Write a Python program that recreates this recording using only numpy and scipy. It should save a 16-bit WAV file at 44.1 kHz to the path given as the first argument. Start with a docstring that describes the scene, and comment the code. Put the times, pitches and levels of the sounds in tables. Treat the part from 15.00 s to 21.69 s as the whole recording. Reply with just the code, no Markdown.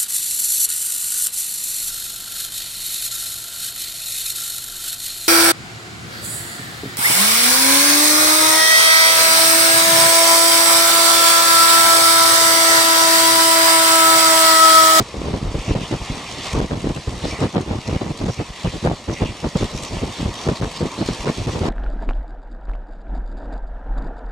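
"""At the open window of a moving train, wind buffets a stereo microphone.
About a dozen buffets a second thump on the capsule as random trains of single pressure swings,
with short slaps on top; chokes cut the hearing for an instant.
Behind them shaped noise gives the roar of the wheels and a hiss that throbs with the engine
and swells, in gliding bands, off the passing trees."""
import sys
import numpy as np
from scipy import signal
from scipy.fft import rfft, irfft, next_fast_len
from scipy.io import wavfile
from scipy.ndimage import uniform_filter1d

SR = 44100
rng = np.random.default_rng(int(sys.argv[2]) if len(sys.argv) > 2 else 0)


def bounce(signal):
    """Save signal as a 16-bit WAV file at the path given by the first command-line argument."""
    frames = np.transpose(np.atleast_2d(signal))
    limited = np.clip(frames, -1, 1)
    pcm = np.round(limited * 32767).astype(np.int16)
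    wavfile.write(sys.argv[1], SR, pcm)


N = 295029

# wind buffets: peak t/s, nominal level/dB, rise/ms and fall/ms (to 4.4 dB down),
# bass heave/(dB per octave below 160 Hz)
WIND_BUFFETS = [(0, -13, 5, 15.6, -6), (0.144, -19.5, 3.4, 10.4, -8), (0.184, -27.5, 23, 99, 3),
                (0.27, -20, 35, 37, -8), (0.346, -18.5, 19, 30, -7), (0.46, -26.5, 42, 48, 3),
                (0.553, -19.5, 8.2, 19, 0), (0.581, -29, 12, 19, 2.5), (0.712, -16, 26, 9.1, -1),
                (0.753, -14.5, 9.2, 17, -6), (0.817, -23.5, 110, 19, -4), (0.931, -13.5, 12.5, 22.4, -8.5),
                (1.017, -25.5, 11, 14, 2.5), (1.103, -20.5, 3.7, 15, 3), (1.172, -31, 58, 31, -8),
                (1.319, -28, 20, 21, -6), (1.396, -25.5, 25, 9.5, -10), (1.539, -18, 3.7, 24, 6),
                (1.575, -18.5, 17, 23, -18), (1.611, -19, 51, 35, 3), (1.724, -16.5, 16.5, 36, -5.5),
                (1.787, -28, 41, 53, -1), (1.865, -16.5, 18, 18, -4), (1.903, -16, 11, 15, -5),
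                (1.966, -21.5, 13, 23, -1.5), (2.081, -18.5, 6.2, 16, 0), (2.135, -26, 23, 38, -1),
                (2.253, -19.5, 22, 35, -2), (2.334, -19.5, 8.2, 15, 0), (2.436, -15.5, 34, 31, -8),
                (2.567, -12.5, 19, 18, -18), (2.605, -20, 24, 20, -6), (2.734, -20.5, 48, 48, -3.5),
                (2.9, -18, 28, 20, -6), (2.958, -16, 26, 10.3, -8), (3.02, -13.5, 8, 12, -24),
                (3.053, -23.5, 9.3, 43, -17), (3.108, -22, 37, 11, 1), (3.228, -18, 20, 35, 0),
                (3.288, -16.5, 16, 19, -11), (3.407, -18.5, 18, 18.4, -4), (3.506, -29, 8.7, 2.1, 4.5),
                (3.653, -15.5, 7.8, 27.3, -1.5), (3.755, -22, 20, 19.6, -8), (3.87, -12.5, 25.4, 22, -3.5),
                (3.924, -19, 36, 14, -5.5), (4.088, -17, 7, 39, -8), (4.229, -15, 20, 25, -7),
                (4.297, -27, 18, 21, 1), (4.453, -16, 16, 21.4, -3), (4.558, -13.5, 4.1, 16, -3),
                (4.628, -15.5, 24, 20.4, -0.5), (4.736, -25, 9.8, 26, 1), (4.825, -30, 36, 24, -3),
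                (4.953, -23.5, 37, 22, 1.5), (5.036, -17, 12, 14, -1.5), (5.071, -25.5, 27, 36, -5),
                (5.209, -19.5, 13.4, 9.4, -1), (5.232, -19, 8.1, 4.3, -3), (5.26, -20.5, 14, 39, 0.5),
                (5.493, -13, 21, 8.2, -5), (5.513, -17, 3.9, 16.6, -20), (5.632, -16, 23, 31.4, -1.5),
                (5.821, -13.5, 10.3, 11, -3), (5.85, -20.5, 15, 22.5, -13), (5.985, -18.5, 4, 13, -11),
                (6.017, -15.5, 8.4, 14, -22), (6.047, -28.5, 4.7, 16, 2), (6.086, -18, 1.2, 37, -2),
                (6.208, -34.5, 14, 12, 5), (6.276, -12, 24, 26, -23), (6.383, -24, 9.3, 42, 0),
                (6.481, -15, 18, 18.5, -4), (6.569, -19, 42, 17, -7.5), (6.624, -18, 11, 15, 8.5),
                (6.684, -16.5, 57, 18, -22)]
# relative spectral density of the eddies: f/Hz, level/dB
EDDY_SPECTRUM = [(20, 8), (32, 9), (45, 5.5), (97, 8), (280, -3.5), (556, -13), (886, -21.5), (1410, -35),
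                 (2400, -44.5)]
# small eddies differ more between the ports: f/Hz, added side level/dB
EDDY_SIDE_SPECTRUM = [(25, -16), (60, -37), (120, -9), (300, 2.5), (1000, 12), (2400, 21)]
# surges of pressure that pin the capsule: t/s, change of hearing/dB
CAPSULE_CHOKES = [(0.748, -22), (0.7947, -5), (1.542, -13), (1.6098, -44), (1.752, -9), (2.555, -11),
                  (2.575, -18), (2.8918, -15), (3.249, -16), (3.277, -6), (3.895, -17), (4.245, -20),
                  (4.639, -8), (5.4828, -15), (5.609, -32), (5.652, -9), (5.827, -8), (6.2536, -20),
                  (6.4669, -25), (6.632, -9)]
# running noise between the trees: t/s, hiss level/dB, roar level/dB
RUNNING_LEVELS = [(0.0, -38, -39), (0.499, -40.5, -36.5), (0.9, -38, -36.5), (1.05, -37, -36.5),
                  (1.3, -34.5, -37), (1.535, -33.5, -34), (1.548, -33.5, -29), (1.68, -38.5, -42),
                  (2.1, -37.5, -41), (2.42, -35.5, -34.5), (2.55, -40, -43), (3.05, -40, -38),
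                  (3.5, -38.5, -42.5), (4.05, -40.5, -41.5), (4.5, -37, -39), (4.72, -38, -34.5),
                  (5.3, -36.5, -36), (5.95, -36, -35.5), (6.45, -35.5, -37.5), (6.69, -36, -35)]
# relative spectral density of the wheel roar: f/Hz, level/dB
ROAR_SPECTRUM = [(25, -9), (100, 5.5), (400, 0.5), (600, 3), (850, -0.5), (1050, 5), (1150, 0.5),
                 (1280, -4.5), (1520, -17), (2200, -49)]
# relative spectral density of the treble hiss: f/Hz, level/dB
HISS_SPECTRUM = [(1100, -4.5), (1520, -12), (1820, -2.5), (2600, -3), (3500, -4), (4200, -4.5),
                 (5100, -6.5), (5900, -7.5), (8530, -13.5), (11000, -26), (14400, -39.5), (15600, -55)]
# stereo width of the running noise: f/Hz, side relative to mid/dB
NOISE_WIDTH = [(100, -19), (400, -50), (1100, -27), (1500, -11), (2300, -18), (2900, -11), (3350, -4),
               (4200, -12.5), (5300, -7), (6400, -9), (7500, -7.5), (9000, -10.5), (11000, -18),
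               (12500, -19), (14000, -10)]
# sharpest slaps of air: t/s, nominal swing level/dB, f/Hz, edge level relative to the swing/dB
AIR_SLAPS = [(0.008, -13.5, 487, -12), (0.143, -15.5, 396, -12), (0.285, -15, 407, -12),
             (0.341, -14, 200, -25), (0.3484, -13, 376, -21), (0.459, -20.5, 500, -10),
             (0.545, -15, 358, -17), (0.586, -17, 200, -20), (0.708, -23, 188, -16),
             (0.752, -10.5, 493, -24), (0.816, -15, 190, -18), (0.927, -23, 223, -14),
             (0.9406, -20, 420, -2), (1.107, -29, 250, -12), (1.539, -30, 180, -25), (1.5513, -12, 404, -6),
             (1.6033, -13, 457, 0.5), (1.616, -10.5, 510, -21), (1.7121, -16, 450, -1),
             (1.845, -14, 334, -16), (1.8731, -10, 378, -26), (1.975, -24, 400, 3), (2.082, -23, 230, -16),
             (2.255, -14.5, 506, -5), (2.335, -17, 199, -18), (2.406, -18, 495, -16),
             (2.427, -10, 260, -11), (2.4457, -9, 306, -19), (2.542, -19, 400, -14), (2.5568, -8, 746, -6),
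             (2.58, -14, 315, -23), (2.608, -10.5, 260, -11), (2.756, -13, 230, -23),
             (2.894, -16, 400, -10), (2.959, -25, 320, -14), (3.0247, -27, 460, -22),
             (3.107, -15.5, 200, -22), (3.216, -19, 300, -10), (3.29, -25, 352, -12),
             (3.299, -18, 314, -16), (3.4013, -11.5, 440, -11), (3.651, -15, 255, -14),
             (3.673, -15, 316, -6), (3.846, -21, 400, -15), (3.8604, -4.5, 510, -21), (3.8735, -6, 565, -2),
             (3.915, -10.5, 590, -13), (4.098, -13.5, 447, -5), (4.208, -19, 200, -16),
             (4.2223, -37, 299, 7), (4.239, -24, 345, -11), (4.4436, -17.5, 463, -4),
             (4.469, -12, 340, -21), (4.5562, -9, 288, -23), (4.57, -15, 476, -16), (4.613, -16, 390, -12),
             (4.6311, -9, 338, -10), (4.959, -22, 229, -14), (5.03, -14, 238, -25), (5.0372, -9, 335, -17),
             (5.2, -16.5, 292, -16), (5.26, -19, 300, -10), (5.468, -11, 310, -21), (5.4892, -7, 376, -5),
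             (5.516, -13, 230, -20), (5.525, -14, 231, -18), (5.6138, -17, 300, -18),
             (5.6246, -16, 440, -2), (5.6459, -15, 396, -2), (5.809, -16, 420, -7),
             (5.8152, -12.5, 403, -25), (5.8298, -11, 300, -16), (5.832, -13, 302, -14),
             (5.857, -13, 360, -16), (6.016, -12.5, 264, -13), (6.0889, -6.5, 346, -8),
             (6.1033, -21, 443, -11), (6.256, -20, 402, -16), (6.274, -8.5, 256, -8), (6.281, -15, 380, -2),
             (6.2934, -18, 334, 1), (6.3, -14, 400, -8), (6.384, -15, 200, -18), (6.474, -29, 350, -10),
             (6.4809, -13.5, 362, -19), (6.4931, -23, 530, 2), (6.651, -34, 505, -17),
             (6.675, -20, 360, -9)]
# uneven firing of six cylinders: t into the engine cycle/ms, relative puff level/dB
CYLINDER_FIRINGS = [(2, 3.2), (16, 3.4), (26, 3.3), (40, 1.8), (50, 1.6), (64, 1.7)]
# phase of the ports: f/Hz, lead of left over right/rad
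PORT_PHASE = [(0, 0), (800, 0), (1210, -0.1), (1720, -0.9), (3100, 0.9), (3790, -0.6), (5080, 0.8),
              (6200, -0.1), (7490, 0.6), (10700, 0), (15200, 0)]
# balance of the ports: f/Hz, left minus right/dB
PORT_LEVEL = [(30, 1.5), (60, -1), (130, -0.4), (290, -1), (640, 0), (1220, 1.5), (2000, -2), (3300, 0),
              (6820, 0), (15000, 0.5)]
# trees that throw the hiss back: t/s, swell of the whole hiss/dB, nominal extra in the brightest band/dB,
# length either side of the peak (to 1/e)/ms, brightest f/Hz, glide/(octaves per length)
PASSING_TREES = [(0.01, 4, -4, 9.1, 4000, 0), (0.33, 2, 2.5, 130, 2400, -0.052),
                 (0.6, 4, 3, 103, 2540, 0.34), (0.68, -1, 6, 35, 6000, -.1), (0.71, 2.5, 6.5, 83, 2570, 0),
                 (0.84, 3, 6, 36, 2970, 0), (0.91, 3.5, 0, 28, 2500, 0), (1.1, 1.5, 1, 130, 3500, 0),
                 (1.03, 1.5, 1.5, 70, 2300, -0.15), (1.25, 0.5, 4.5, 110, 2050, 0),
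                 (1.33, -0.5, 2.5, 110, 3260, 0), (1.4, 0, 3.5, 47, 3550, 0), (1.46, 2.5, 2, 37, 2900, 0),
                 (1.49, 1, 2, 85, 2280, 0.14), (1.48, 0.5, 1.5, 33, 4950, 0.039),
                 (1.52, 2.5, -2.5, 21, 5500, 0), (2.25, 0, 5, 28, 3900, -0.062),
                 (2.295, 0.5, 4, 23, 5800, -0.036), (2.285, -0.5, 4, 25, 5000, -0.043),
                 (2.295, 4.5, 3, 68, 2850, -0.31), (2.36, -1.5, 6, 48, 2080, -.15),
                 (2.425, 2.5, 3, 24, 4530, 0), (2.88, -0.5, 7, 25, 5540, -0.048),
                 (2.92, 3, 5, 110, 2420, -0.21), (3.2, 1.5, 5, 23, 4700, 0.08), (3.28, 3, -5, 32, 3000, 0),
                 (3.33, 0.5, 5, 45, 5900, 0.05), (3.4, 0.5, 6.5, 43, 2360, 0),
                 (3.6, 2.5, 3.5, 49, 3200, 0.042), (3.68, 0, 9, 28, 2500, -0.3),
                 (3.73, 3.5, 3, 100, 3300, 0.29), (3.85, 1.5, 1, 45, 9000, 0.13),
                 (3.97, 1.5, 2, 32, 4300, 0), (4.135, 1.5, 8, 21, 5900, 0),
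                 (4.175, 0.5, 8, 40, 2160, -0.11), (4.178, 2.5, 4, 18, 2680, 0.052),
                 (4.225, 2, 6, 10, 2200, 0), (4.26, 2, 11, 48, 2720, -0.079), (4.585, 3, 4, 17, 4200, 0),
                 (4.6, 2, 3.5, 30, 6500, -.2), (4.645, 4.5, 2, 35, 3960, 0), (4.71, 1.5, 6, 20, 4000, 0),
                 (4.775, 1.5, 5, 39, 5900, 0.027), (4.78, -0.5, 3, 20, 4000, 0),
                 (4.845, 1, 4, 57, 7360, -0.47), (4.87, 2, 3, 28, 5800, 0.12), (4.95, 3, 1, 39, 4800, 0),
                 (5.0, 2, 2, 40, 2840, 0), (5.18, 3.5, 3.5, 82, 3500, -0.14),
                 (5.39, -1, 6, 36, 3400, 0.096), (5.43, 3.5, 4, 66, 5500, -0.11),
                 (5.57, 1.5, 3.5, 21, 4100, 0), (5.78, 0.5, 5, 30, 4600, 0), (5.75, 2, 2, 23, 3200, 0),
                 (6.0, 1, 6, 25, 4250, 0.089), (6.08, 3, 2, 27, 4300, -0.063), (6.13, 2, 2.5, 30, 4300, 0),
                 (6.2, 2.5, -1, 58, 3000, 0), (6.29, 3, 4, 9.2, 2170, -0.071),
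                 (6.36, 1.5, 0, 58, 3500, 0.045), (6.52, 2.5, 3, 20, 3750, 0.053),
                 (6.52, 0.5, 3, 25, 6200, 0)]
# firings that spit loudest in the treble: t/s, extra relative puff level/dB
TREBLE_SPITS = [(1.012, -2), (1.46, -0.5), (1.533, 4.5), (2.405, 2), (2.878, 6.5), (3.175, 5), (3.263, 0),
                (3.343, 3.5), (3.851, 1), (3.862, 6), (3.875, 2), (4.138, 1.5), (4.572, 4.5), (4.644, 3),
                (4.752, 3), (4.777, 6.5), (4.826, 4), (4.836, 7), (4.764, 1), (4.788, 4), (4.851, 4),
                (4.86, 1), (5.365, 1.5), (5.871, 1), (6.062, 4), (6.487, 2)]

EDGE_HZ = 15100  # upper band limit
CYCLE_HZ = 13.858  # engine cycles per second
PUFF_CHANCE = 0.5  # spread of the puffs, as a share of their dB
USUAL_DB, DRAUGHT_DB = -21.5, -49  # a usual buffet; the draught that never stops
SHARP, SHARP_PER_MS = 0.23, 0.023  # dB per octave above 160 Hz; longer buffets carry more small eddies
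SHARP_PER_DB = 0.1518  # and so do stronger ones
SIDE_DB, SIDE_PER_DB = -13.5, -0.3  # strong buffets hit both ports more alike
FLUTTER_DB, FLUTTER_MS = 2.8, 8  # buffets break into flutters: rms depth, window length
DRAUGHT_LUMP_DB = 4  # the draught comes in lumps: rms depth
BLUNT = 2.6  # buffets start and stop abruptly (2 = bell shape)
EDDIES_PER_CYCLE = 1.3  # sparse enough that single swings stand out
CHOKE_MS = 4.2  # full width, to 1/e of the depth in dB
SWISH_OCTAVES = 0.3  # half-width (to 1/e) of a tree's brightest band
STREAK_OCTAVES, STREAK_SHARE = 0.09, 0.18  # a thin streak in its middle
SPLASH_DB = -15  # splash up into the treble, relative to a slap's edge
EDGE_SKEW = 0.54  # largest phase difference of the edge between the ports (cycles)
SLAP_TURN = 0.45  # spread of the slaps' shape (cycles)
SLAP_PAN_DB, SLAP_STRAY_DB = 4, -2.5  # left minus right from 420 Hz up: mean, largest stray


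def gain_of(db):
    """Logarithmic level: 20 dB is a tenfold amplitude."""
    return 10 ** (np.asarray(db) / 20)


def evened(x):
    """Normalisation by mean power: scales to rms 1."""
    return x / np.sqrt(np.mean(x ** 2) + 1e-20)


def read(points, hz):
    """Interpolation of a spectrum along a logarithmic frequency axis."""
    f, value = np.transpose(points)
    return np.interp(np.log(hz + 1), np.log(f + 1), value)


def stereo(mid, side):
    """Sum and difference: mid and side give left and right."""
    return np.array([mid + side, mid - side])


def bunching(depth_db, length):
    """Multiplicative intermittency: smoothed noise in dB becomes a fluctuating gain."""
    smooth = signal.oaconvolve(rng.standard_normal(N), np.hanning(length), "same")
    return gain_of(depth_db * evened(smooth))


def wind():
    """Turbulence as shot noise: eddies of many sizes strike as single swings while a buffet lasts."""
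    s, db, rise, fall, heave = np.transpose(WIND_BUFFETS)
    sharp = SHARP + SHARP_PER_MS * (rise + fall) + SHARP_PER_DB * (db - USUAL_DB)
    side_db = SIDE_DB + SIDE_PER_DB * (db - USUAL_DB)
    step = 32  # samples between control points
    t = np.arange(0, N + step, step) / SR
    late_ms = 1000 * (t[:, None] - s)
    lateness = abs(late_ms / np.where(late_ms < 0, rise, fall))
    power = gain_of(db - 4.4 * np.minimum(lateness ** BLUNT, 20)) ** 2
    share = power / power.sum(1, keepdims=True)  # the strongest buffet of the moment sets the colour
    lumps = evened(uniform_filter1d(rng.standard_normal(len(t)), size=30))
    draught = gain_of(DRAUGHT_DB + DRAUGHT_LUMP_DB * lumps)
    controls = (np.sqrt(power.sum(1) + draught ** 2), share @ sharp, share @ heave, share @ side_db)
    force, sharp, heave, side_db = (np.interp(np.arange(N) / SR, t, c) for c in controls)
    clump = bunching(1.85, 256)  # eddies come in bunches
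    flutter = bunching(FLUTTER_DB, round(FLUTTER_MS * SR / 1000))
    force = force * evened(flutter)
    sizes_hz = np.geomspace(26, 3300, 15)
    norm = np.sqrt(np.sum(sizes_hz * gain_of(read(EDDY_SPECTRUM, sizes_hz)) ** 2))
    out = np.zeros((2, N))
    for hz in sizes_hz:
        u = np.arange(-2 * SR / hz, 2 * SR / hz) * hz / SR  # time in cycles
        swing = np.hanning(len(u)) * np.exp(-(u / 0.61) ** 2) * np.sin(2 * np.pi * u)
        hits = rng.choice([-1., 1.], (2, N)) * (rng.random((2, N)) < EDDIES_PER_CYCLE * hz / SR)
        octaves = np.log2(hz / 160)
        tilt_db = octaves * sharp if octaves > 0 else -octaves * heave
        colour = gain_of(read(EDDY_SPECTRUM, hz) + tilt_db) * np.sqrt(hz) / norm
        clumping = np.clip(min(hz / 200, 450 / hz), 0, 1)  # strongest for middle sizes
        size = force * clump ** clumping * colour
        trains = signal.oaconvolve(hits, swing[None], "same")
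        steady = abs(uniform_filter1d(trains ** 2, round(3.0 * SR / hz))) + 1e-9
        trains = evened(trains / steady ** 0.21)  # a buffet keeps a steady supply of eddies
        out += size * trains * [np.ones(N), gain_of(side_db + read(EDDY_SIDE_SPECTRUM, hz))]
    return stereo(*out)


def noise(db):
    """Gaussian noise shaped by a dB field over frequency and time, with a width set by frequency."""
    hz = np.fft.rfftfreq(512, 1 / SR)
    a, b, c, d = rng.standard_normal((db.shape[1], 257, 4)).T
    mid = a + 1j * b
    side = gain_of(read(NOISE_WIDTH, hz))[:, None] * (c + 1j * d)
    spectra = np.array([mid, side]) * gain_of(db)
    return stereo(*signal.istft(spectra, nperseg=512, noverlap=384)[1][:, :N])


def patches(frames, bins, long):
    """Local correlation: averaged noise leaves random blotches over frequency and time."""
    across = uniform_filter1d(rng.standard_normal((frames, 257)).T, bins, 0)
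    return evened(uniform_filter1d(across, long, 1))


def roar():
    """Rolling noise: wheels on rails, filtered by the car body into a mostly low-pass spectrum."""
    frames, hz = N // 128 + 5, np.fft.rfftfreq(512, 1 / SR)
    blotches_db = 2.2 * patches(frames, bins=3, long=16) + 1.2 * patches(frames, bins=12, long=24)
    sound = evened(noise(read(ROAR_SPECTRUM, hz)[:, None] + blotches_db))
    s, _, db = np.transpose(RUNNING_LEVELS)
    return sound * gain_of(np.interp(np.arange(N) / SR, s, db))


def hiss():
    """Reflection and modulation: trees swell the treble noise, and the engine throbs it most up high."""
    frames, hz = N // 128 + 5, np.fft.rfftfreq(512, 1 / SR)[:, None]
    s, db, _ = np.transpose(RUNNING_LEVELS)
    open_db = read(HISS_SPECTRUM, hz)
    field = open_db + trees_db(np.arange(frames) * 128 / SR, hz)
    # what the trees add overall
    swell = np.sqrt(np.mean(gain_of(field) ** 2) / np.mean(gain_of(open_db) ** 2))
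    blotches_db = 2.03 * patches(frames, bins=2, long=12) + 0.3 * patches(frames, bins=60, long=4)
    sound = swell * evened(noise(field + blotches_db))
    low = signal.sosfiltfilt(signal.butter(1, 4500, fs=SR, output="sos"), sound)
    top = signal.sosfiltfilt(signal.butter(2, 11000, "highpass", fs=SR, output="sos"), sound)
    middle = sound - low - top
    puffs_db = firing_db()
    sound = low * gain_of(0.31 * puffs_db) + middle * gain_of(1.4 * puffs_db) + top * gain_of(1.9 * puffs_db)
    return sound * gain_of(np.interp(np.arange(N) / SR, s, db))


def firing_db():
    """Periodic pulse modulation: the level puffs up at every firing, each puff a little different."""
    cycles = np.arange(N / SR * CYCLE_HZ)[:, None] / CYCLE_HZ
    ms, db = np.transpose(CYLINDER_FIRINGS)
    at = ((cycles + ms / 1000) * SR).astype(int)
    train = np.zeros(N + SR)
    train[at] = db * (1 + PUFF_CHANCE * rng.standard_normal(at.shape))
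    for s, extra_db in TREBLE_SPITS:
        train[round(s * SR)] += extra_db
    puff = np.exp(-(np.arange(-400, 401) / SR / 0.003) ** 2)
    puffs = signal.oaconvolve(train, puff, "same")[:N]
    return puffs - puffs.mean()


def slaps():
    """Pressure transient: a sudden swing about a cycle long, with a crisp edge and a treble splash."""
    out, t = np.zeros((2, N + 800)), np.arange(-400, 400) / SR
    chances = rng.random((len(AIR_SLAPS), 3))
    for (s, db, hz, edge_db), (turn, edge_turn, stray) in zip(AIR_SLAPS, chances):
        # the half-cycle offset makes slaps mostly suck the capsule outward
        swing_cycles = hz * t + .5 + SLAP_TURN * (turn - .5)
        swing = np.exp(-(t * hz / 0.5) ** 2) * np.cos(2 * np.pi * swing_cycles)
        skew = EDGE_SKEW * (stray - .5) * np.array([[1], [-1]])  # reaches one port a little early
        edge = np.exp(-(t / 0.00048) ** 2) * np.cos(2 * np.pi * (1250 * t + edge_turn + skew))
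        splash = np.exp(-(t / 0.00027) ** 2) * np.cos(2 * np.pi * (2300 * t + 2 * edge_turn))
        sound = swing + gain_of(edge_db) * (edge + gain_of(SPLASH_DB) * splash)
        pan_db = SLAP_PAN_DB + SLAP_STRAY_DB * (2 * stray - 1)
        pan_db *= min(hz / 420, 1) ** 2  # deep slaps reach both ports alike
        out[:, round(s * SR):][:, :len(t)] += gain_of(db + np.array([[.5], [-.5]]) * pan_db) * sound
    return out[:, 400:N + 400]


def trees_db(t, hz):
    """Reflection from passing bodies: each tree changes the whole hiss and one band that may glide."""
    field = np.zeros((len(hz), len(t)))
    for s, db, swish_db, ms, top_hz, glide in PASSING_TREES:
        late = 1000 * (t - s) / ms  # in lengths of the swell
        off = (np.log2((hz + 1) / top_hz) - glide * late) / SWISH_OCTAVES
        streak = np.exp(-(off * SWISH_OCTAVES / STREAK_OCTAVES) ** 2)
        band = (1 - STREAK_SHARE) * np.exp(-off ** 2) + 2 * STREAK_SHARE * streak
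        field += np.exp(-late ** 2) * (db + swish_db * band)
    return field


def choked(dry):
    """Loss of sensitivity: a pinned capsule goes deaf, though slow pressure still moves it."""
    t, hearing_db = np.arange(N) / SR, np.zeros(N)
    for s, db in CAPSULE_CHOKES:
        hearing_db += db * np.exp(-((t - s) * 2 / (CHOKE_MS / 1000)) ** 4)
    slow = signal.lfilter([.02], [1, -.98], dry)
    return gain_of(hearing_db) * (dry - slow) + gain_of(0.18 * hearing_db) * slow


def scene():
    """Superposition: wind on the capsule over the running train."""
    return wind() + slaps() + roar() + hiss()


def record(dry):
    """Transduction: chokes, then port colour, bass roll-off, soft overload and band limit."""
    heard = choked(dry)
    size = next_fast_len(N)
    hz = np.fft.rfftfreq(size, 1 / SR)
    # each port takes half the difference, in opposite senses
    port = gain_of(read(PORT_LEVEL, hz) / 2) * np.exp(.5j * read(PORT_PHASE, hz))
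    heard = irfft(rfft(heard, size) * [port, 1 / port], size)[:, :N]
    heard = signal.sosfilt(signal.butter(3, 33, "highpass", fs=SR, output="sos"), heard)
    heard = .7 * np.tanh(heard / .7)
    band_limit = signal.firwin(511, EDGE_HZ, window=("kaiser", 9), fs=SR)
    return signal.oaconvolve(heard, band_limit[None], "same")


dry = scene()
out = record(dry)
bounce(out)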